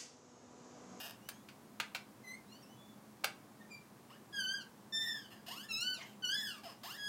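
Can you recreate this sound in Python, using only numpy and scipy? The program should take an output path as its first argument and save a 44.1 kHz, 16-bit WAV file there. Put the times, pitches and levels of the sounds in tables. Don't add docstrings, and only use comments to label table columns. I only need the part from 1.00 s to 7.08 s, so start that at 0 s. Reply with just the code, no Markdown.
import sys
import numpy as np
from scipy import signal
from scipy.fft import rfft, irfft, next_fast_len
from scipy.io import wavfile
from scipy.ndimage import uniform_filter1d, map_coordinates

SR = 44100
rng = np.random.default_rng(int(sys.argv[2]) if len(sys.argv) > 2 else 0)


def to_wav(s):
    ch = np.atleast_2d(s).T
    pcm = np.round(np.clip(ch, -1, 1) * 32767)
    wavfile.write(sys.argv[1], SR, pcm.astype(np.int16))


N = 268128
TOP_HZ = 15900


def amp(db):
    return 10 ** (np.asarray(db) / 20)


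def unit(x):
    return x / np.sqrt(np.mean(x ** 2) + 1e-20)


def along(points, hz):
    point_hz, values = np.transpose(points)
    return np.interp(np.log(hz + 1), np.log(point_hz), values)


def curves(rows):
    s, *columns = np.transpose(rows)
    t = np.arange(s[0], s[-1], 1 / SR)
    return s[0], *[np.interp(t, s, column) for column in columns]


def wobble(rate, size):
    knots = rng.standard_normal(int(size * rate / SR) + 4)
    return map_coordinates(knots, [np.arange(size) * rate / SR])


def filtered(x, response):
    m = next_fast_len(len(x) + SR // 4)
    spectrum = rfft(x, m) * response(np.fft.rfftfreq(m, 1 / SR))
    return irfft(spectrum, m)[:len(x)]


def add(track, s, sound):
    part = track[max(round(s * SR), 0):][:len(sound)]
    part += sound[:len(part)]


def fade(size):
    return signal.windows.tukey(size, min(1, SR / 150 / size))


def swell(size, attack_s, release_s, fall_db, rise_power=0.59, fall_power=2.24):
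    t = np.arange(1, size + 1) / SR
    rise_db = 20 * rise_power * np.log10(np.minimum(t / attack_s, 1))
    dying = np.clip(1 - (t[-1] - t) / release_s, 0, 1)
    return rise_db - fall_db * dying ** fall_power


# frequency in Hz, relative level in dB.
AIR_COLOUR = [(15, -73), (25, -31), (64, -23), (123, -3.5), (175, -6.5), (212, -2.5), (249, -4),
              (326, -6.5), (489, -12), (1130, -13.5), (1230, -17), (1440, -19), (2910, -27), (7110, -28.5),
              (16000, -32)]


def ambience(air_db=-59.5, drone_db=-66, drone_hz=209, drone_width_hz=9):
    air = unit(filtered(rng.standard_normal(N), lambda hz: amp(along(AIR_COLOUR, hz))))
    drone_band = lambda hz: 1 / (1 + ((hz - drone_hz) / drone_width_hz) ** 2)
    drone = unit(filtered(rng.standard_normal(N), drone_band))
    return amp(air_db) * air + amp(drone_db) * drone


# frequency in Hz, time to fall by 60 dB in seconds.
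ROOM_DECAY = [(300, 0.33), (1500, 0.29), (4000, 0.24), (9000, 0.2), (15000, 0.042)]


def room(x, gap_s=.004):
    hz, t, bands = signal.stft(rng.standard_normal(SR // 2), SR, nperseg=256)
    decay = amp(-60 * t / along(ROOM_DECAY, hz)[:, None])
    tail = signal.istft(bands * decay, SR, nperseg=256)[1]
    tail = np.pad(tail / np.linalg.norm(tail), (int(gap_s * SR), 0))
    return signal.fftconvolve(x, tail)[:N]


# start in seconds, relative level in dB,
# low thud in dB, bright snap in dB, time to fall by 60 dB in seconds (a fainter ring lasts on).
CRACKS_HEARD = [(0.288, -33, -4, 15, 0.027), (0.486, -51.5, -12, -12, 0.076),
                (0.7995, -26.5, -14, -18, .035), (0.9473, -36, -7.5, -8, 0.078),
                (2.238, -40, 5.5, -14, 0.11), (2.2424, -20.5, 6.5, 3, 0.024)]
# frequency in Hz, relative level in dB.
FRAME_COLOUR = [(150, -41), (300, -24), (480, -14), (700, -5.5), (1000, -9.5), (1430, -1), (1850, -9.5),
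                (2500, -3), (3400, -11), (4200, -8.5), (5500, -14), (8000, -18.5), (15500, -19.5)]


def cracks(ring_db=-21, ring_t60=0.13, thud_hz=1100, snap_hz=8000, attack_s=0.00089, grain_db=-0.5,
           bounce_db=-10, bounce_delay_s=.0115):
    out = np.zeros(N)
    t = np.arange(SR // 3) / SR
    for start, db, thud_db, snap_db, t60 in CRACKS_HEARD:
        def colour(hz):
            thud = thud_db / (1 + (hz / thud_hz) ** 2)
            snap = snap_db * hz ** 2 / (hz ** 2 + snap_hz ** 2)
            return amp(along(FRAME_COLOUR, hz) + thud + snap)

        slips = rng.standard_normal(len(t)) * amp(grain_db * wobble(2675, len(t)))
        decay = amp(-60 * t / t60) + amp(ring_db - 60 * t / ring_t60)
        onset = 1 - np.exp(-(t / attack_s) ** 2)
        crack = amp(db) * unit(filtered(slips, colour)) * decay * onset
        add(out, start, crack)
        add(out, start + bounce_delay_s, amp(bounce_db) * uniform_filter1d(crack, size=3))
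    return out


# frequency in Hz, width in Hz, relative level in dB.
JOINT_MODES = [(395, 74, -23), (688, 66, 2.5), (1150, 235, -2), (1784, 157, -1.5), (2860, 223, 3),
               (4560, 690, -8), (5170, 193, -1), (6400, 730, -10), (8860, 960, -10.5), (10460, 930, -15.5),
               (13260, 2000, -8)]


def joint(hz):
    response = 0
    for k, (centre, width, db) in enumerate(JOINT_MODES):
        damping = 1j * hz * width
        response = response + (-1) ** k * amp(db) * damping / (centre ** 2 - hz ** 2 + damping)
    return response


# start in seconds, length in seconds, first slips per second,
# last slips per second, relative level in dB, attack in seconds, fall over the stroke in dB,
# treble corner in Hz.
STROKES = [ (0, 0.11, 410, 49.4, -53, 0.001, 6, 18000), (3.096, 0.076, 770, 1880, -56, 0.01, 9, 1000),
           (4.007, 0.26, 2020, 1520, -42.5, 0.062, 19.5, 1840),
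           (4.301, 0.053, 460, 315, -58, 0.021, 6, 4000), (4.352, 0.056, 1650, 1600, -68, .01, 4, 4000),
           (4.462, 0.2, 446, 1820, -54, 0.005, 8, 8300), (4.975, .08, 700, 400, -56, .025, 9, 2200),
           (5.052, .09, 820, 750, -66.5, .005, 10, 9000), (5.356, 0.25, 2120, 1050, -45, 0.13, 23, 4600),
           (5.63, 0.1, 840, 390, -56, 0.012, 9, 4470), (5.832, 0.15, 440, 2040, -52.5, 0.0018, 6.5, 10200),
           ]
SPEED_UP_BEND, SLOW_DOWN_BEND = .72, 0.93


def slides(flutter=0.016, scatter=0.051, rough_below_hz=930, size_db=0.5, grip_db=2.0,
           rattle_t60=0.013, rattle_db=-3.0, direct_db=-3):
    out = np.zeros(N)
    taps = np.arange(-8, 9)
    t = np.arange(SR // 20) / SR
    for start, length, first_rate, last_rate, level_db, attack_s, fall_db, corner_hz in STROKES:
        size = int(length * SR)
        bend = SPEED_UP_BEND if last_rate > first_rate else SLOW_DOWN_BEND
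        rate = first_rate + (last_rate - first_rate) * np.linspace(0, 1, size) ** bend
        db = level_db + swell(size, attack_s, length, fall_db)
        db = db + grip_db * wobble(110.4, size)

        cycles = np.cumsum(rate * (1 + flutter * wobble(203.0, size))) / SR
        at = np.interp(np.arange(.5, cycles[-1]), cycles, np.arange(size))
        rate, db = rate[at.astype(int)], db[at.astype(int)]
        rough = 1 / (1 + (rate / rough_below_hz) ** 4)
        jitter = scatter * rough * SR / rate * rng.standard_normal(len(at))
        at = np.clip(at + jitter, 0, size) + len(taps)
        kick = amp(db + size_db * rng.standard_normal(len(at))) * np.sqrt(SR / rate)
        index = at.astype(int)[:, None] + taps
        pulse = np.sinc(index - at[:, None]) * np.hanning(len(taps))

        def train(share):
            weights = pulse * (kick * share)[:, None]
            return np.bincount(index.ravel(), weights.ravel(), size + len(t))

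        rattle = rng.standard_normal(len(t)) * amp(-60 * t / rattle_t60)
        rattle = rattle / np.linalg.norm(rattle)
        rasp = signal.fftconvolve(train(np.sqrt(rough)), rattle)[:size + len(t)]
        direct = train(1 - rough + amp(direct_db) * rough)
        stroke = direct + amp(rattle_db) * rasp
        add(out, start, filtered(stroke, lambda hz: 1 / (1 + 1j * hz / corner_hz)))
    return amp(15.5) * filtered(out, joint)


# relative level in dB,
# attack in seconds, release in seconds, brightness of the three lowest partials in dB per octave,
# upper overtones in dB.
SQUEAL_LEVELS = [(-39.5, 0.056, .13, -2.5, -12.5), (-40.5, 0.037, 0.29, 2.5, -8.5),
                 (-42.5, 0.033, .12, 1.2, -3.5), (-40.5, 0.041, 0.21, -0.25, -11),
                 (-41.5, 0.091, .005, -3.5, -13.5)]
# time in seconds, pitch in Hz.
SQUEAL_GLIDES = [
    [(3.325, 1674), (3.385, 1610), (3.421, 1521), (3.455, 1510), (3.505, 1556), (3.561, 1623),
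     (3.601, 1510), (3.64, 1326)],
    [(3.922, 1788), (4.05, 1788), (4.19, 1755)],
    [(4.686, 1400), (4.724, 1306), (4.756, 1286), (4.804, 1364), (4.848, 1487), (4.93, 1513), (4.968, 1332),
     (4.986, 1192), (5.0, 1150)],
    [(5.221, 1539), (5.259, 1450), (5.289, 1476), (5.323, 1610), (5.335, 1622), (5.351, 1711),
     (5.407, 1714), (5.54, 1662)],
    [(5.97, 1664), (6.09, 1664)],
]
# start in seconds, length in seconds, first, middle and last pitch in Hz, relative level in dB,
# brightness of the three lowest partials in dB per octave, upper overtones in dB.
PITCH_ARCS = [ (0.192, 0.24, 2700, 3120, 3500, -68.5, -1, -20),
              (1.233, 0.14, 2075, 2027, 2215, -50, -8.5, -15),
              (1.464, 0.17, 1247, 1465, 1586, -84, 13.5, 12),
              (1.618, 0.063, 2910, 2650, 2940, -67, 4.5, -12),
              (1.676, 0.081, 2920, 2993, 3050, -68.5, -5, -12),
              (1.743, .21, 3345, 3465, 3430, -66.5, -15, -20),
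              (2.596, 0.057, 1840, 1823, 1825, -58.5, -19, -27),
              (2.697, 0.093, 2450, 2363, 2370, -47.5, -11.5, -27),
              (4.99, 0.057, 1122, 1027, 908, -47, -5, -14), ]
SQUEAL_FALL_DB = 19.5


def locked_rubs(arch_db=17, arch_power=3, judder_db=2.5, judder_rate=60):
    for (db, attack_s, release_s, brightness, top_db), glide in zip(SQUEAL_LEVELS, SQUEAL_GLIDES):
        start, hz = curves(glide)
        level_db = db + swell(len(hz), attack_s, release_s, SQUEAL_FALL_DB)
        yield start, hz, level_db, brightness, top_db
    for start, length, first_hz, middle_hz, last_hz, db, brightness, top_db in PITCH_ARCS:
        u = np.linspace(-1, 1, int(length * SR))
        slope, bow = (last_hz - first_hz) / 2, (first_hz + last_hz) / 2 - middle_hz
        hz = middle_hz + u * slope + u ** 2 * bow
        arch = db - arch_db * np.abs(u) ** arch_power
        yield start, hz, arch + judder_db * wobble(judder_rate, len(u)), brightness, top_db


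# frequency in Hz, relative level in dB.
CHAIR_RADIATION = [(1200, -33), (1350, -15), (1550, -3.5), (1800, -3.5), (2100, -3), (2400, -6.5),
                   (2600, -7.5), (2950, 1.5), (3200, -5), (3550, 1), (3900, -6.5), (4500, -5.5),
                   (5000, -4.5), (5350, -1.5), (6200, -1), (7200, -3.5), (8000, -22)]
# frequency in Hz, relative level in dB.
UPPER_BALANCE = [(5000, 6.5), (6300, -5), (7500, -12), (9500, -14.5), (13000, -21), (16000, -15)]
LOCKED_FLUTTER = .0007


def squeals(glide_flutter=0.005, loose_flutter=0.29, lock_hz=1280, shimmer_db=1.44,
            ripple_db=4, ripple_hz=150, dulling=0.24):
    out = np.zeros(N)
    peaks = rng.standard_normal(int(SR / ripple_hz))

    def ripple(hz):
        return ripple_db * map_coordinates(peaks, [hz / ripple_hz], order=1, mode="nearest")

    for start, hz, db, brightness, top_db in locked_rubs():
        size = len(hz)
        hz = uniform_filter1d(hz, size=600, mode="nearest")
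        glide = np.minimum(np.abs(np.gradient(np.log(hz))) * SR, 3)
        loose = np.maximum(lock_hz / hz - 1, 0)
        flutter = (LOCKED_FLUTTER + glide_flutter * glide) * wobble(301.9, size)
        flutter = flutter + loose_flutter * loose * wobble(900, size)
        phase = 2 * np.pi * np.cumsum(hz * (1 + flutter)) / SR

        def partial(k):
            shimmer = amp(shimmer_db * np.sqrt(k * (0.58 + glide)) * wobble(90.2, size))
            return np.sqrt(2) * np.sin(k * phase) * shimmer * (k * hz < TOP_HZ)

        low = sum(amp(along(CHAIR_RADIATION, k * hz) + brightness * np.log2(k)) * partial(k)
                  for k in range(1, 4))
        upper = unit(sum(amp(along(UPPER_BALANCE, k * hz) + ripple(k * hz)) * partial(k)
                         for k in range(4, 14)))
        upper_gain = amp(top_db + dulling * (db - db.max()))
        add(out, start, amp(db) * (low + upper_gain * upper) * fade(size))
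    return out


def scene():
    squeal, slide, crack = squeals(), slides(), cracks()
    chair = amp(-0.66) * squeal + slide + crack
    echo = room(amp(-8.0) * squeal + amp(-5.5) * slide + amp(-9.5) * crack)
    return (chair + echo + ambience())[None]


def record(dry):
    return np.array([filtered(channel, lambda hz: hz < TOP_HZ) for channel in dry])


dry = scene()
out = record(dry)
to_wav(out)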